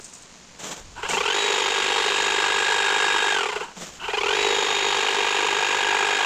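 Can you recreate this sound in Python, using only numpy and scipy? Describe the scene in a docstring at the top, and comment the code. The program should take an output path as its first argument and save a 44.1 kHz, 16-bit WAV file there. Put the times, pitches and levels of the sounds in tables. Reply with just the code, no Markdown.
"""A battery hedge trimmer clatters twice over a box hedge in a quiet garden, after steps on gravel.
The blades knock at the end of every stroke, ringing the housing, and scrape in between.
Gears buzz and the motor whines on multiples of the stroke rate; leaves and twigs shred in the teeth.
The first run brakes to a stop, the second is still cutting at the end."""
import sys
import numpy as np
from scipy import signal
from scipy.fft import rfft, irfft
from scipy.io import wavfile
from scipy.ndimage import uniform_filter1d

SR = 44100
rng = np.random.default_rng(int(sys.argv[2]) if len(sys.argv) > 2 else 0)


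def inscribe(sig):
    """Save sig as 16-bit PCM at rate SR to the path in sys.argv[1].

    A 1-D sig is mono; a 2-D sig holds one channel per row.
    Samples are clipped to [-1, 1] before scaling.
    """
    pcm = np.round(np.clip(np.atleast_2d(sig).T, -1, 1) * 32767)
    wavfile.write(sys.argv[1], SR, pcm.astype(np.int16))


N = 275625
TIME = np.arange(N) / SR
BINS_HZ = np.fft.rfftfreq(N, 1 / SR)
FULL_RATE_HZ, BRAKE_HZ_PER_S = 49.918, 150  # strokes a second: governed, shed under the brake

# trigger pulls: (pulled [s], spin-up [s], released [s], start position [strokes])
RUNS = [(.949, .3734, 3.3, .29), (3.982, .3433, 7.0, .99)]
# sweeps into the hedge: (enter [s], sink time [s], lift [s], depth [0-1], leaf gain [dB], hum gain [dB])
CUTS = [(1.4, 1.35, 3.294, 0.72, 4.5, -5.5), (4.5, 1.4, 7.0, 0.55, 0, 1.5)]


def amp(db):
    """Decibels to gain."""
    return 10 ** (np.asarray(db) / 20)


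def unit_rms(x):
    """Scale to rms 1."""
    return x / np.sqrt(np.mean(x ** 2) + 1e-20)


def curve(rows, column=1):
    """Table column, linearly interpolated in time."""
    rows = np.asarray(rows)
    return np.interp(TIME, rows[:, 0], rows[:, column])


def cut_setting(column):
    """Column of CUTS, held until the next trigger pull."""
    return np.array(CUTS)[np.searchsorted([run[0] for run in RUNS[1:]], TIME), column]


def bin_gains(spectrum):
    """Spectrum points to a gain per bin."""
    hz, db = np.transpose(spectrum)
    return amp(np.interp(np.log(BINS_HZ + 1), np.log(hz), db))


def noise(spectrum, level, grain_db=0):
    """Enveloped noise, coloured by a relative spectrum; mono below the top treble; grain adds crackle."""
    width = [(20, -70), (5500, -76), (7000, -64), (7800, -45), (10000, 2.5), (15000, -18)]  # stereo width: (frequency [Hz], side over mid [dB])
    grains = amp(grain_db * np.minimum(rng.exponential(1, N // 16 + 1), 5)).repeat(16)[:N]
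    white = unit_rms(rng.standard_normal((2, N)) * grains)
    mid, side = rfft(level * white) * unit_rms(bin_gains(spectrum))
    side = side * bin_gains(width)
    return irfft(np.array([mid + side, mid - side]), N)


def drift(cutoff_hz):
    """Slow random wander, rms 1."""
    return unit_rms(irfft(rfft(rng.standard_normal(N)) / (1 + (BINS_HZ / cutoff_hz) ** 4), N))


def impulses(times_s, sizes):
    """Train of single clicks."""
    return np.bincount(np.round(times_s * SR).astype(int).clip(0), sizes, N)[:N]


def bursts(train, fade_s, rise_s):
    """Envelope that swells and fades at each click."""
    t = TIME[:SR // 10]
    shape = np.exp(-t / fade_s) * (1 - np.exp(-(t / rise_s) ** 2))
    return signal.oaconvolve(train, shape / shape.max())[:N]


def load_gain(law_db, work, stall_hz=10.7, take_up_s=.015):
    """Gain from a load law: base (full speed, free air) plus a term per workload row; zero at rest."""
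    moving = np.tanh(FULL_RATE_HZ * (1 - work[0]) / stall_hz) ** 2
    pole = np.exp(-1 / (SR * take_up_s))
    return amp(law_db[0] + np.dot(law_db[1:], work)) * signal.lfilter([1 - pole], [1, -pole], moving)


def garden(rustle_db=-48.0, rumble_db=-60.5):
    """Leaves and grit rustle softly; air rumbles and puffs on the microphone."""
    rustle_spectrum = [(15, -41), (25, -34), (119, -8), (151, -6), (183, -1.5), (266, -8), (536, -10),
                       (1080, -10), (1230, -12.5), (5560, -14), (6900, -10.5), (10900, -39), (12100, -38),
                       (15400, -56)]  # (frequency [Hz], density [dB])
    rumble_spectrum = [(15, 5.0), (32, -21), (58, 6.5), (80, -18.0), (250, -17.0), (1000, -59)]
    puff_spectrum = [(15, -3.5), (34, -1.5), (60, 0), (90, -7.5), (250, -25), (1000, -60)]
    puffs = [(.75, -46.5, 0.15), (1.547, -58, 0.51), (3.85, -53.5, .3)]  # (time [s], level [dB], rise [s])
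    rustle = noise(rustle_spectrum, amp(rustle_db + 0.15 * drift(21)), grain_db=2.0)
    puff_level = np.zeros(N)
    for start_s, db, rise_s in puffs:
        age = np.maximum(TIME - start_s, 0) / rise_s
        puff_level += amp(db) * age * np.exp(1 - age)
    return rustle + noise(rumble_spectrum, amp(rumble_db)) + noise(puff_spectrum, puff_level)


def gravel():
    """Each footfall crunches many stones over a soft thud; a few stones click alone."""
    steps = [(0.586, 0.066, -35, -51), (0.627, 0.11, -31, -66), (0.708, 0.038, -32, -45),
             (0.756, 0.071, -38.5, -70), (1.076, 0.14, -26.5, -51), (3.751, 0.11, -38, -49),
             (3.806, 0.061, -34, -48), (3.859, 0.064, -39.5, -71), (3.918, 0.09, -42, -71)]  # (time [s], length [s], crunch [dB], thud [dB])
    stones = [(.005, -45, 0.14), (0.044, -37.5, 0.01), (.135, -40.5, 0.019), (.169, -56, 0.035),
              (.223, -45, 0.0084), (.592, -45, 0.028), (.922, -52, 0.011), (1.089, -31, 0.031)]  # (time [s], level [dB], fade [s])
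    crunch_spectrum = [(59, -44), (100, -17), (177, 0), (242, -7), (466, 0), (1760, -6.5), (2170, -8),
                       (3180, -6), (4640, -11.5), (7230, -3.5), (10800, -35), (12800, -25), (15400, -37)]  # (frequency [Hz], density [dB])
    stone_spectrum = [(300, -1), (1500, -29), (4000, -2), (7000, 14), (8500, 8), (11000, -18), (15000, -16)]  # (frequency [Hz], density [dB])
    sole_spectrum = [(40, -33), (120, -25), (175, 15), (260, -1), (700, -47), (2000, -70)]
    crunch, thud, clicks = np.zeros((3, N))
    for start_s, length_s, crunch_db, thud_db in steps:
        age = np.maximum(TIME - start_s, 0) / length_s
        press = 1.16 * (1 - np.exp(-age / 0.22)) * np.exp(-1.6 * age ** 2)
        crunch += amp(crunch_db) * press
        thud += amp(thud_db) * press
    for start_s, db, fade_s in stones:
        clicks += amp(db) * (TIME >= start_s) * np.exp(-abs(TIME - start_s) / fade_s)
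    return (noise(crunch_spectrum, crunch, grain_db=2.3) + noise(sole_spectrum, thud)
            + noise(stone_spectrum, clicks, grain_db=3.5))


def echo(x, rt60_s=.45):
    """Hedges and trees scatter a sparse tail."""
    t = TIME[:SR // 2]
    taps = rng.standard_normal(len(t)) * (rng.random(len(t)) < .05)
    taps *= (t > .008) * amp(-60 * t / rt60_s)
    return signal.oaconvolve(x, taps[None] / np.linalg.norm(taps), axes=1)[:, :N]


def leaves(work):
    """Leaves shred in uneven clumps, louder as the blades go deeper."""
    spectrum = [(2500, -43), (5000, 19), (6300, 12), (7500, 24), (8400, 14), (10000, -5.5), (11000, -39),
                (15000, -35)]  # (frequency [Hz], density [dB])
    law_db = (-46, -3.5, 7.5, -2, -3.5)  # (base, slow, deep, speeding up, braking) [dB]
    clumps = amp(cut_setting(column=4) + 1.5 * drift(18))
    return noise(spectrum, load_gain(law_db, work) * clumps, grain_db=2.6)


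def twigs():
    """Thicker growth rasps between the teeth in swells."""
    thickets = [(2.1, 0.22, -38), (2.65, 0.42, -38.5), (4.953, .22, -40)]  # (time [s], half length [s], level [dB])
    spectrum = [(3000, -9), (3850, 3), (4100, 10), (4400, -3), (4750, 3), (5400, -19), (8400, -25),
                (10000, -19), (11000, -56)]  # (frequency [Hz], density [dB])
    swells = sum(amp(db) * np.exp(-((TIME - peak_s) / half_s) ** 2) for peak_s, half_s, db in thickets)
    return noise(spectrum, swells * amp(1.5 * drift(25)), grain_db=3.0)


def stroke_rate(pulled_s, spin_up_s, released_s, kick_hz=5.762, brake_lag_s=.0895):
    """The motor kicks, climbs, eases into the governor, overshoots, and brakes on release."""
    overshoot_hz, swing_s, settle_s = 4.0, .27, .1236
    knee_hz, knee_s = 2.6, .028
    age_s = np.maximum(TIME - pulled_s, 0)
    governed_s, braking_s = np.maximum(age_s - spin_up_s, 0), np.maximum(TIME - released_s, 0)
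    ramp = kick_hz + (FULL_RATE_HZ - kick_hz) * np.minimum(age_s / spin_up_s, 1) ** 1.1465
    overshoot = overshoot_hz * np.exp(-governed_s / settle_s) * np.sin(np.pi * governed_s / swing_s)
    knee = knee_hz * np.exp(-abs(age_s - spin_up_s) / knee_s)
    braked = BRAKE_HZ_PER_S * (braking_s - brake_lag_s * (1 - np.exp(-braking_s / brake_lag_s)))
    return np.maximum(ramp + overshoot - knee - braked, 0) * (age_s > 0)


def blade_motion():
    """Stroke rate, position in strokes, and the time and number of each reversal."""
    rate_hz, position, times_s, numbers = np.zeros(N), np.zeros(N), [], []
    for pulled_s, spin_up_s, released_s, start in RUNS:
        run_hz = stroke_rate(pulled_s, spin_up_s, released_s)
        strokes = start + np.cumsum(run_hz) / SR
        rate_hz += run_hz
        position = np.where(TIME >= pulled_s, strokes, position)
        count = np.arange(1, int(strokes[-1]) + 1)
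        times_s += list(np.interp(count, strokes, TIME))
        numbers += list(count)
    return rate_hz, position, np.array(times_s), np.array(numbers)


def workload(rate_hz, lift_s=.24):
    """Four rows, about 0-1: slowness, depth in the hedge, speeding up, braking."""
    depth = sum(reach * np.clip((TIME - enter_s) / sink_s, 0, 1)
                * np.clip(1 - (TIME - lifted_s) / lift_s, 0, 1)
                for enter_s, sink_s, lifted_s, reach, *_ in CUTS)
    accel = np.clip(np.gradient(rate_hz) * SR / BRAKE_HZ_PER_S, -1, 1)
    accel = uniform_filter1d(accel, size=SR // 40)
    return np.array([1 - rate_hz / FULL_RATE_HZ, depth, np.maximum(accel, 0), np.maximum(-accel, 0)])


def sliding(position, dip=.55, lead_strokes=.09, half_strokes=.14):
    """Rubbing gain: dips as the blades rest just before each reversal."""
    away = (position + lead_strokes + .5) % 1 - .5
    return 1 - dip * np.exp(-(away / half_strokes) ** 2)


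def reversal_blows(times_s, numbers, rate_hz, work, gentle_below_hz=10.0):
    """Time and size of each blow: slack closes gently when slow; out and back strokes differ."""
    law_db = (-8, -1, 5.5, 1.5, 2.5)  # (base, slow, deep, speeding up, braking) [dB]
    slow_knocks = [(1.031, 3.5), (1.09, -0.5), (1.133, 4), (1.17, 3.5), (1.205, 4), (1.233, -4),
                   (3.487, -2), (3.523, -7), (3.559, 0.5), (3.607, -4), (4.082, 3), (4.133, 3), (4.171, 1),
                   (4.208, -3), (4.233, 2)]  # heard one by one: (time [s], gain [dB])
    force = load_gain(law_db, work) * np.minimum(rate_hz / gentle_below_hz, 1) ** 2
    uneven_db = .45 * rng.standard_normal(len(times_s)) - .3 * (-1.) ** numbers
    sizes = np.interp(times_s, TIME, force) * amp(uneven_db)
    times_s = times_s.copy()
    for knock_s, db in slow_knocks:
        nearest = np.argmin(abs(times_s - knock_s))
        times_s[nearest] = knock_s
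        sizes[nearest] *= amp(db)
    return times_s, sizes


def body_hum(position, work):
    """The body shakes five times per crank turn; the level wavers slowly."""
    law_db = (-62, -19, -1.5, 1, -1)  # (base, slow, deep, speeding up, braking) [dB]
    level = load_gain(law_db, work) * amp(cut_setting(column=5) + 2.5 * drift(1.5))
    return level * np.sqrt(2) * np.sin(5 * np.pi * position)


def drive(position, rate_hz, work, wander_rad=.22, flutter_db=1.0):
    """Gears and motor sing on multiples of the stroke rate; each stroke loads them briefly."""
    # tones: (order [cycles/stroke], index into parts)
    orders = [(33, 0), (66, 1), (74.8, 2), (149.6, 2), (135.5, 3), (99, 4), (132, 4), (165, 4), (198, 4)]
    # same tones: (gain [dB], load sharpness, load place [0-1], out/back imbalance [0-1], sway [rad])
    shapes = [(-3.5, .8, .55, .1, .75), (-10, 1, .43, .06, .55), (-1.5, .069, .36, .09, .25),
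              (-17, .073, .4, 0, .15), (-.5, .8, .45, .2, .5), (0, .7, .5, 0, .8), (-9, .9, .4, 0, 1.8),
              (-7, .7, .5, 0, 1.5), (-12, .7, .5, 0, 2.2)]
    case_modes = [(956, 186, 9), (1510, 270, 4.5), (2333, 510, 9), (3023, 545, 12.5)]  # (frequency [Hz], width [Hz], lift [dB])
    turning = np.vstack([
        [(1.24, -44, -54), (1.34, -39, -40), (1.4, -26.5, -37.5), (1.614, -31, -34), (2.016, -27.5, -43),
         (2.184, -27.5, -33.5), (3.216, -24.5, -44), (3.33, -27, -35), (3.42, -44, -43)],
        [(4.26, -50, -53), (4.33, -38, -46), (4.42, -31.5, -42), (4.516, -28.5, -35), (4.866, -28.5, -34.5),
         (5.15, -31, -44), (5.322, -31, -35.5), (6.24, -30, -35)],
    ])  # as the tool is turned: (time [s], whine [dB], squeak [dB])
    # load laws: (base, slow, deep, speeding up, braking) [dB]
    mesh_db = (-37, -14.5, 15, 9, 5.5)
    overtone_db = (-35, -8, -3, 5.5, 2)
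    motor_db = (-2, -50, -6.5, 12, 3)
    rasp_db = (-59, 8, 0, 16, 2)
    motor = load_gain(motor_db, work)
    whine, squeak = motor * amp(curve(turning, column=1)), motor * amp(curve(turning, column=2))
    parts = [load_gain(mesh_db, work), load_gain(overtone_db, work), whine, squeak,
             load_gain(rasp_db, work)]
    speeding, braking = work[2:]
    crank_rad = np.pi * position  # two strokes a turn
    lurch = .7 * np.cos(3 * crank_rad - 1.3) - np.cos(crank_rad - .6)  # from the blades' weight
    rattle = .3 * (1 + 1.2 * speeding + 4 * braking)
    out = np.zeros(N)
    for (order, part), (db, sharpness, place, imbalance, sway_rad) in zip(orders, shapes):
        phase = 2 * np.pi * order * position + sway_rad * (lurch + rattle * drift(70))
        phase += wander_rad * drift(1.6)
        lift_db = sum(peak_db * np.exp(-2 * ((order * rate_hz - hz) / width_hz) ** 2)
                      for hz, width_hz, peak_db in case_modes)
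        level = parts[part] * amp(db + lift_db + flutter_db * drift(30))
        angle = crank_rad - np.pi * place
        grip = sharpness + 1.4 * (part > 0) * (speeding + braking)
        pulse = np.exp(grip * np.cos(2 * angle)) / np.sqrt(np.i0(2 * grip))  # rms 1
        out += level * pulse * (1 - imbalance * np.cos(angle)) * np.sqrt(2) * np.sin(phase)
    return out


def screeches():
    """Dry steel drags on steel as the blades break free."""
    events = [(0.965, .03, -48), (1.019, 0.069, -38), (1.098, 0.046, -39), (3.996, 0.075, -37.5),
              (4.039, 0.036, -36)]  # (time [s], length [s], level [dB])
    spectrum = [(1000, -49), (2400, -17), (2750, 2), (3050, 0), (3400, -16), (6000, -42)]  # (frequency [Hz], density [dB])
    level = np.zeros(N)
    for start_s, length_s, db in events:
        age = np.maximum(TIME - start_s, 0) / length_s
        level += amp(db) * np.minimum(age / 0.11, 1) * np.exp(-age ** 2)
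    return noise(spectrum, level)


def clacks(times_s, sizes, numbers, pitch_spread=.058, spread_db=.5):
    """The blades slap their bar: a few damped cycles, slightly retuned every stroke."""
    # (frequency [Hz], half length [s], out delay [s], out gain [dB], back delay [s], back gain [dB])
    slaps = [(2680, .0014, .0019, -13, .0022, -17), (900, .0023, .0038, -18, .002, -20.5),
             (1200, .0011, .0008, -28, .001, -21)]
    out, t = np.zeros(N + SR), TIME[:SR // 60]
    for hz, half_s, out_s, out_db, back_s, back_db in slaps:
        draws = rng.standard_normal((len(times_s), 3))
        for start_s, size, number, (detune, softer, phase) in zip(times_s, sizes, numbers, draws):
            delay_s, db = (back_s, back_db) if number % 2 else (out_s, out_db)
            envelope = size * amp(db - spread_db * softer) * np.exp(-((t - delay_s) / half_s) ** 2)
            wave = np.sin(2 * np.pi * hz * (1 + pitch_spread * detune) * (t - delay_s) + phase)
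            out[int(start_s * SR):][:len(t)] += envelope * wave
    return out[:N]


def blades(times_s, sizes, speed, position, work, scrape_chatter=2.0, hiss_chatter=.33):
    """Steel teeth clash at each reversal; slow blades rub with a narrow ring, fast ones scrape and hiss."""
    # spectra: (frequency [Hz], density [dB])
    clash_spectrum = [(200, -45), (600, -24), (900, 11), (1700, 6), (2600, -5.5), (3600, -17.5),
                      (5500, -2.5), (7600, -10), (10500, -19), (15000, -46)]
    scrape_spectrum = [(100, -46), (200, -16.5), (310, -5), (420, 7), (640, -7.5), (850, 3), (1050, 0.5),
                       (1230, 2.5), (1480, -10.5), (1850, 1.5), (2550, 1.5), (3200, 1), (3600, -13.5),
                       (6000, -59)]
    rub_spectrum = [(500, -14), (950, 10.5), (1200, 1), (1500, 8.5), (1950, -14), (2500, -4), (2950, 1),
                    (3250, -17), (3600, -39), (6000, -36)]
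    hiss_spectrum = [(1500, -21), (3400, 8.5), (4100, 7.5), (5600, -1), (7000, 3), (8500, -19.5),
                     (10000, -11), (11000, -31), (13500, -20.5), (15500, -56)]
    law_db = (-23, -2, -5, -3.5, -4)  # (base, slow, deep, speeding up, braking) [dB]
    friction = load_gain(law_db, work) * sliding(position)
    train = impulses(times_s, sizes)
    impact = bursts(train, fade_s=.0041, rise_s=.00049)
    chatter = bursts(train, fade_s=.014, rise_s=.003)  # harder rubbing after a reversal
    scrape_force = friction * (1 + scrape_chatter * chatter) / (1 + scrape_chatter / 2)
    hiss_force = friction * (1 + hiss_chatter * chatter) / (1 + hiss_chatter / 2)
    clash = noise(clash_spectrum, amp(-20.5) * impact * (.5 + .5 * speed), grain_db=.8)
    scrape = noise(scrape_spectrum, amp(-1) * scrape_force * np.sqrt(speed))
    rub = noise(rub_spectrum, amp(-1) * friction * (1 - speed), grain_db=.5)
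    hiss = noise(hiss_spectrum, amp(-7.5) * hiss_force * (.34 + .75 * speed), grain_db=2.0)
    return clash + scrape + rub + hiss


def knocks(times_s, sizes, numbers, work, rms_db=-28.8, slip_s=.00013, boom_lag_s=.00087, out_lag_s=.0024):
    """The crank's slack closes at each reversal, rebounds twice and rings the housing."""
    # housing and blade bar: (frequency [Hz], width [Hz], first run gain [dB], second run gain [dB])
    modes = [(407, 42, 4.5, 5), (498, 74, -2, -1.5), (751, 53, 0, 5.5), (928, 148, 1, 2),
             (971.6, 48, -0.5, 6), (1117, 82, -1.5, -5.5), (1436, 150, -2, -3), (2038, 102, -5.5, -5),
             (2430, 56, -0.5, 5), (2742, 150, -0.5, -0.5), (3213, 74, -5, -14)]
    swing = [(1.14, -8), (1.4, 2), (1.9, -1), (2.5, -2.5), (3.3, -3.5), (4.1, -7), (4.3, 1), (4.5, 5),
             (4.58, 2), (6.2, -3.5)]  # boom as the tool is swung: (time [s], gain [dB])
    boom_law_db = (2, 11.5, -2.5, 3.5, 2)  # (base, slow, deep, speeding up, braking) [dB]
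    rebounds = [(.0047, .42), (.0085, .24)]  # (delay [s], relative size)
    slips_s = slip_s * rng.standard_normal((len(times_s), 2))
    vary_db = rng.standard_normal((len(times_s), 2))
    limping_s = times_s + out_lag_s * (numbers % 2 == 0)  # boom is late on the out stroke
    ring_train, boom_train = np.zeros((2, N))
    for train, hits_s in (ring_train, times_s), (boom_train, limping_s):
        train += impulses(hits_s, sizes)
        for k, (delay_s, share) in enumerate(rebounds):
            train += impulses(hits_s + delay_s + slips_s[:, k], share * sizes * amp(vary_db[:, k]))
    boom_gain = load_gain(boom_law_db, work) * amp(curve(swing))
    out = np.zeros(N)
    for k, (hz, width_hz, first_db, second_db) in enumerate(modes):
        is_boom = k < 2
        t = np.maximum(TIME[:SR // 6] - is_boom * boom_lag_s, 0)
        envelope = np.exp(-np.pi * width_hz * t) * (1 - np.exp(-np.pi * .97 * width_hz * t))
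        response = (-1) ** k * width_hz * envelope * np.sin(2 * np.pi * hz * t)
        train, gain = (boom_train, boom_gain) if is_boom else (ring_train, amp(drift(2.3)))
        run_db = np.where(TIME < RUNS[1][0], first_db, second_db)
        out += signal.oaconvolve(train, response)[:N] * amp(run_db) * gain
    return amp(rms_db) * unit_rms(out)


def scene(echo_db=-18):
    """Trimmer with the echo of its clatter, cut growth, footsteps, garden."""
    rate_hz, position, times_s, numbers = blade_motion()
    work = workload(rate_hz)
    speed = rate_hz / rate_hz.max()
    times_s, sizes = reversal_blows(times_s, numbers, rate_hz, work)
    clatter = (knocks(times_s, sizes, numbers, work)
               + clacks(times_s, sizes * np.interp(times_s, TIME, speed), numbers)
               + screeches() + blades(times_s, sizes, speed, position, work))
    trimmer = clatter + amp(echo_db) * echo(clatter)
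    trimmer += drive(position, rate_hz, work) + body_hum(position, work)
    cutting = (leaves(work) + twigs()) * sliding(position)
    return trimmer + cutting + gravel() + garden()


def record(dry):
    """Low-pass at 15.3 kHz."""
    lowpass = signal.firwin(511, 15300, window=("kaiser", 9), fs=SR)
    return signal.oaconvolve(dry, lowpass[None], "same")


dry = scene()
out = record(dry)
inscribe(out)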